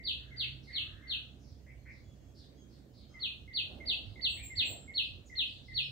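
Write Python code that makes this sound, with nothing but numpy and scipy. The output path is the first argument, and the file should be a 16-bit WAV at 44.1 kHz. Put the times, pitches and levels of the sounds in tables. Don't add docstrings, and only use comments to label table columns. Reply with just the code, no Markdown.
import sys
import numpy as np
from scipy import signal
from scipy.fft import rfft, irfft, next_fast_len
from scipy.io import wavfile
from scipy.ndimage import uniform_filter1d, map_coordinates

SR = 44100
rng = np.random.default_rng(int(sys.argv[2]) if len(sys.argv) > 2 else 0)


def dump(signal):
    limited = np.clip(np.atleast_2d(signal).T, -1, 1)
    pcm = np.round(limited * 32767).astype(np.int16)
    wavfile.write(sys.argv[1], SR, pcm)


N = 260631


def amp(db):
    return 10 ** (np.asarray(db) / 20)


def unit_rms(x):
    return x / np.sqrt(np.mean(x ** 2) + 1e-20)


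def log_interp(points, hz):
    freqs, values = np.transpose(points)
    return np.interp(np.log(hz + 1), np.log(freqs + 1), values)


def wobble(rate_hz, size):
    knots = rng.standard_normal(int(size * rate_hz / SR) + 4)
    return map_coordinates(knots, [np.arange(size) * rate_hz / SR])


def filtered(x, response):
    n = x.shape[-1]
    padded = next_fast_len(n + 8192)
    return irfft(rfft(x, padded) * response(np.fft.rfftfreq(padded, 1 / SR)), padded)[..., :n]


def add(track, time_s, sound):
    start = round(time_s * SR)
    part = sound[:, max(-start, 0):N - start]
    track[:, max(start, 0):][:, :part.shape[1]] += part


def tone(hz, jitter, jitter_hz):
    pitch = hz * (1 + jitter * wobble(jitter_hz, len(hz)))
    return np.sqrt(2) * np.sin(2 * np.pi * np.cumsum(pitch) / SR) * (hz < SR / 2)


# (frequency [Hz], coherence [ratio])
COHERENCE = [(60, 0.98), (150, 0.72), (300, 0.72), (600, 0.39), (1500, 0), (5000, 0.061)]

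def noise(spectrum, patchy_db):
    bins = signal.stft(rng.standard_normal((2, N)), nperseg=512)[2]
    patches = uniform_filter1d(rng.standard_normal(bins.shape[1:]), size=5, axis=0)
    patches = unit_rms(uniform_filter1d(patches, size=14, axis=1))
    pair = signal.istft(bins * amp(patchy_db * patches), nperseg=512)[1][:, :N]

    def mid_side_gain(hz):
        angle = np.arccos(np.clip(log_interp(COHERENCE, hz), -1, 1)) / 2
        return amp(log_interp(spectrum, hz)) * [np.cos(angle), np.sin(angle)]

    mid, side = filtered(pair, mid_side_gain)
    return unit_rms(np.array([mid + side, mid - side]))


# (time [s], relative level [dB])
OCTAVE_LEVEL = [(0, -67), (.54, -51.5), (.75, -66.5), (1.3, -64), (3.3, -65), (4.5, -65.5), (4.8, -59.5),
                (5.05, -83), (5.9, -53.5)]
FIRING_HZ = 65.06

def idling_engine(t):
    pitch = np.full(N, FIRING_HZ)
    firing = amp(-60 + 2.1 * wobble(1.506, N)) * tone(pitch, jitter=0.0415, jitter_hz=24)
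    octave_db = np.interp(t, *np.transpose(OCTAVE_LEVEL)) + 1
    return firing + amp(octave_db) * tone(2 * pitch, jitter=0.0528, jitter_hz=21)


# (frequency [Hz], relative density [dB])
RUMBLE_SPECTRUM = [(20, -29.5), (30, -9.5), (42, -1.5), (55, 6.5), (78, 4), (98, 9), (115, 0.5),
                   (150, -3.5), (220, -60)]
# (time [s], relative level [dB])
RUMBLE_ENVELOPE = [(0, -59.5), (.18, -58.5), (.6, -63.5), (2.3, -62), (2.7, -67.5), (3.7, -61),
                   (4.6, -55.5), (5.2, -61.5), (5.9, -58.5)]

def engine_rumble(t):
    level_db = np.interp(t, *np.transpose(RUMBLE_ENVELOPE)) + 5
    return amp(level_db) * noise(RUMBLE_SPECTRUM, patchy_db=2.8)


# (frequency [Hz], relative density [dB])
ROAR_SPECTRUM = [(100, -35), (160, -0.5), (210, 0.5), (280, 0), (400, -8), (600, -13), (1200, -58)]
# (frequency [Hz], relative density [dB])
TYRE_SPECTRUM = [(250, -14), (450, -4), (700, -3), (850, -10.5), (1050, -17), (1600, -22.5), (3000, -40.5)]
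# (peak time [s], level [dB], decay constant [s])
VEHICLES = [(3.748, -58.5, 0.39), (4.722, -60, 0.19)]
ROAR_DB, TYRES_DB, PASS_ROAR_GAIN_DB, APPROACH_S = -62, -73.5, 2.5, 0.061

def road(t):
    passing = np.zeros(N)
    for peak_s, db, decay_s in VEHICLES:
        before, after = np.minimum(t - peak_s, 0), np.maximum(t - peak_s, 0)
        passing += amp(db) * np.exp(-(before / APPROACH_S) ** 2 / 2 - after / decay_s)
    roar = np.hypot(amp(ROAR_DB), amp(PASS_ROAR_GAIN_DB) * passing) * noise(ROAR_SPECTRUM, patchy_db=1.5)
    tyres = np.hypot(amp(TYRES_DB), passing) * noise(TYRE_SPECTRUM, patchy_db=2)
    return roar + tyres


# (frequency [Hz], relative density [dB])
AIR_SPECTRUM = [(500, 2), (1200, 6), (3000, 3.5), (6500, 0.5), (8500, -5), (9500, -11), (15500, -5.5)]

def air():
    return amp(-73.5) * noise(AIR_SPECTRUM, patchy_db=2.5)


PIP_S, PIP_CREST_S, PIP_SAG, PIP_DB, PIP_FADE_DB = 0.05, 0.00934, 0.131, -14, 12.5

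def pip(t, top_hz):
    age = np.clip(t, 0, PIP_S)
    pitch = top_hz * (1 - PIP_SAG * ((age - PIP_CREST_S) / (PIP_S - PIP_CREST_S)) ** 2)
    envelope = gate(age, 0, PIP_S) * amp(PIP_DB - PIP_FADE_DB * age / PIP_S)
    return envelope * tone(pitch, jitter=0.007, jitter_hz=285)


def gate(t, start_s, end_s, edge_s=0.006):
    return np.clip(np.minimum(t - start_s, end_s - t) / edge_s, 0, 1)


FLICK_S, HOLD_S, END_S, LOWER_HALF_STRETCH = 0.016, 0.038, 0.042, 1.2
OPENING_DB, PEAK_DB, CLOSING_DB, SWELL_S, EASE_S = -24, 2, -9.5, 0.022, 0.02

def blowing_pressure(t):
    floor = amp(np.where(t < 0, OPENING_DB, CLOSING_DB))
    bell = np.exp(-(t / np.where(t < 0, SWELL_S, EASE_S)) ** 2)
    return gate(t, -HOLD_S - FLICK_S, END_S) * (floor + (amp(PEAK_DB) - floor) * bell)


def sliding_whistle(t, start_hz, top_hz, bottom_hz, slide_s):
    flick = np.clip((t + HOLD_S) / FLICK_S + 1, 0, 1)
    tau_s = slide_s * np.where(t < 0, 1, LOWER_HALF_STRETCH)
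    fall_hz = bottom_hz + (top_hz - bottom_hz) * (1 - np.tanh(t / tau_s / 2)) / 2
    pitch = start_hz + (fall_hz - start_hz) * np.sin(flick * np.pi / 2) ** 2
    return pitch, blowing_pressure(t) * flick


def arrivals(x, paths):
    sides = np.array([[-0.5], [0.5]])
    return filtered(x, lambda hz: sum(amp(db) * np.exp(-2j * np.pi * hz * (delay_s + sides * lead_s))
                                      for delay_s, db, lead_s in paths))


# (frequency [Hz], base T60 [s])
YARD_T60 = [(1000, 1), (2200, 0.39), (4000, 0.42), (8000, 0.43), (15000, 0.21)]

def yard_echo(x, t60_scale, build_s):
    hz, t, bins = signal.stft(rng.standard_normal((2, SR * 3 // 4)), SR, nperseg=256)
    t60_s = t60_scale * log_interp(YARD_T60, hz)[:, None]
    envelope = amp(-60 * t / t60_s) * (1 - np.exp(-t / build_s))
    tail = signal.istft(bins * envelope, SR, nperseg=256)[1]
    return signal.fftconvolve(x[None], tail / np.linalg.norm(tail[0]), axes=1)[:, :len(x)]


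# (mid-slide time [s], gain [dB], top [Hz], bottom [Hz], slide constant [s],
# pip lead [s], pip pitch [Hz])
SONG_CALLS = [(0.0778, -35, 4784, 2444, .0108, 0.11, 2120), (.4065, -36, 4730, 2484, 0.0089, 0.099, 2113),
              (0.7661, -36, 4560, 2480, .0102, 0.096, 2115), (1.115, -36.5, 4546, 2430, 0.0099, .091, 2090),
              (3.2397, -38, 4520, 2420, 0.0092, 0.1, 2085), (3.5766, -35.5, 4620, 2480, 0.008, .1, 2115),
              (3.9004, -34, 4735, 2480, 0.0099, .1, 2136), (4.2549, -33.5, 4556, 2579, 0.0069, .098, 2122),
              (4.5999, -32.5, 4600, 2440, 0.0083, .101, 2130),
              (4.983, -33.5, 4442, 2522, 0.0068, .106, 2163), (5.3972, -34, 4404, 2478, 0.0091, 0.1, 2075),
              (5.7809, -34.5, 4527, 2490, 0.0072, 0.1, 2071)]
# (delay [s], gain [dB], left lead [s])
DIRECT_PATHS = [(.0002, 0, .00048), (.0016, -5, -.0001)]
# (delay [s], gain [dB], left lead [s])
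WALL_PATHS = [(.0100, -19.5, 0.00071), (.0135, -39.5, 0.00096), (.0248, -11, 0.00045), (.043, -26, 0.00049),
              (.068, -12.5, .0004)]
# (frequency [Hz], gain [dB])
OVERTONE_EQ = [(5000, -19), (7000, -6), (8500, -5), (9800, -13.5), (12500, -2), (13800, -7), (15000, -30)]
TURN_S, AWAY_DB, FACING_DB = 2.2, -6.5, -0.5

def songbird():
    out = np.zeros((2, N))
    t = np.arange(-SR // 8, SR * 5 // 8) / SR
    for time_s, db, top_hz, bottom_hz, slide_s, pip_lead_s, pip_hz in SONG_CALLS:
        pitch, envelope = sliding_whistle(t, pip_hz, top_hz, bottom_hz, slide_s)
        call = envelope * tone(pitch, jitter=0.001, jitter_hz=400) + pip(t + pip_lead_s, pip_hz)
        overtones = envelope ** 2 * sum(tone(k * pitch, jitter=0.028, jitter_hz=900) for k in (2, 3, 4))
        overtones = amp(-30.5) * filtered(overtones, lambda hz: amp(log_interp(OVERTONE_EQ, hz)))
        direct = amp(AWAY_DB if time_s < TURN_S else FACING_DB) * arrivals(call, DIRECT_PATHS)
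        scatter = amp(2.02) * yard_echo(call, t60_scale=0.89, build_s=0.0016)
        scatter += yard_echo(overtones, t60_scale=1.24, build_s=0.005)
        add(out, time_s + t[0], amp(db) * (direct + arrivals(call, WALL_PATHS) + scatter))
    return out


def far_bird(calls, glide, jitter, octave_db, direct_db, t60_scale=1):
    out = np.zeros((2, N))
    t = np.arange(SR * 3 // 4) / SR
    for time_s, length_s, hz, db in calls:
        progress = np.clip(t / length_s, 0, 1)
        swell = np.abs(np.sin(np.pi * progress)) ** 0.49
        pitch = hz * (1 + glide * (progress - 0.5))
        voice = tone(pitch, jitter, jitter_hz=830)
        voice += amp(octave_db) * tone(2 * pitch, jitter, jitter_hz=320)
        call = amp(db) * swell * voice
        add(out, time_s, amp(direct_db) * call + yard_echo(call, t60_scale, build_s=0.0013))
    return out


# (time [s], length [s], mid pitch [Hz], level [dB])
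RASP_CALLS = [(.434, 0.043, 2230, -53), (.689, .106, 2106, -54), (1.662, 0.067, 2120, -61),
              (1.853, 0.081, 2125, -55), (4.366, 0.0783, 2302, -52.5), (4.584, 0.089, 2110, -54)]
CAW_CALLS = [(.163, 0.33, 1650, -70), (.777, 0.43, 1670, -68), (.72, 0.234, 1230, -74.5),
             (3.094, 0.166, 1250, -73)]
CHIP_CALLS = [(.62, 0.12, 4290, -63), (1.39, .17, 5110, -69.5), (1.891, 0.12, 4800, -71.5),
              (2.345, 0.11, 4470, -62), (2.686, .1, 4520, -70), (2.93, 0.13, 4200, -65),
              (4.04, .15, 4200, -68), (5.256, 0.048, 6600, -68), (5.454, 0.17, 3980, -59),
              (5.628, 0.15, 4250, -65.5)]
WHISTLE_CALLS = [(2.03, .11, 3357, -77), (2.19, 0.135, 3310, -77.5), (2.565, 0.078, 3290, -71.5),
                 (3.08, 0.061, 3190, -73)]
PEEP_CALLS = [(3.086, .088, 5090, -76.5), (5.028, 0.072, 4800, -66), (5.256, 0.042, 6720, -70.5),
              (5.819, 0.09, 5140, -65.5)]
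SQUEAK_CALLS = [(4.28, 0.071, 7730, -55.5), (4.335, 0.057, 7870, -55), (4.425, 0.035, 7530, -46.5),
                (4.645, .095, 7590, -47)]

def other_birds():
    return (far_bird(RASP_CALLS, glide=0.187, jitter=0.07, octave_db=-38, direct_db=-2.5, t60_scale=0.88)
            + far_bird(CAW_CALLS, glide=-0.0986, jitter=0.128, octave_db=-12, direct_db=-5)
            + far_bird(CHIP_CALLS, glide=-0.29, jitter=0.12, octave_db=-21.5, direct_db=-6.5)
            + far_bird(WHISTLE_CALLS, glide=-0.023, jitter=0.0087, octave_db=-3, direct_db=-6)
            + far_bird(PEEP_CALLS, glide=-0.012, jitter=0.024, octave_db=-37, direct_db=1)
            + far_bird(SQUEAK_CALLS, glide=-0.015, jitter=0.018, octave_db=-8.5, direct_db=-10))


def scene():
    t = np.arange(N) / SR
    hiss = air()
    birds = songbird() + other_birds()
    traffic = idling_engine(t) + engine_rumble(t) + road(t)
    return hiss + birds + traffic * amp([[-3.6], [2.6]])


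CUTOFF_HZ = 15760

def record(dry):
    return filtered(dry, lambda hz: hz < CUTOFF_HZ)


dry = scene()
out = record(dry)
dump(out)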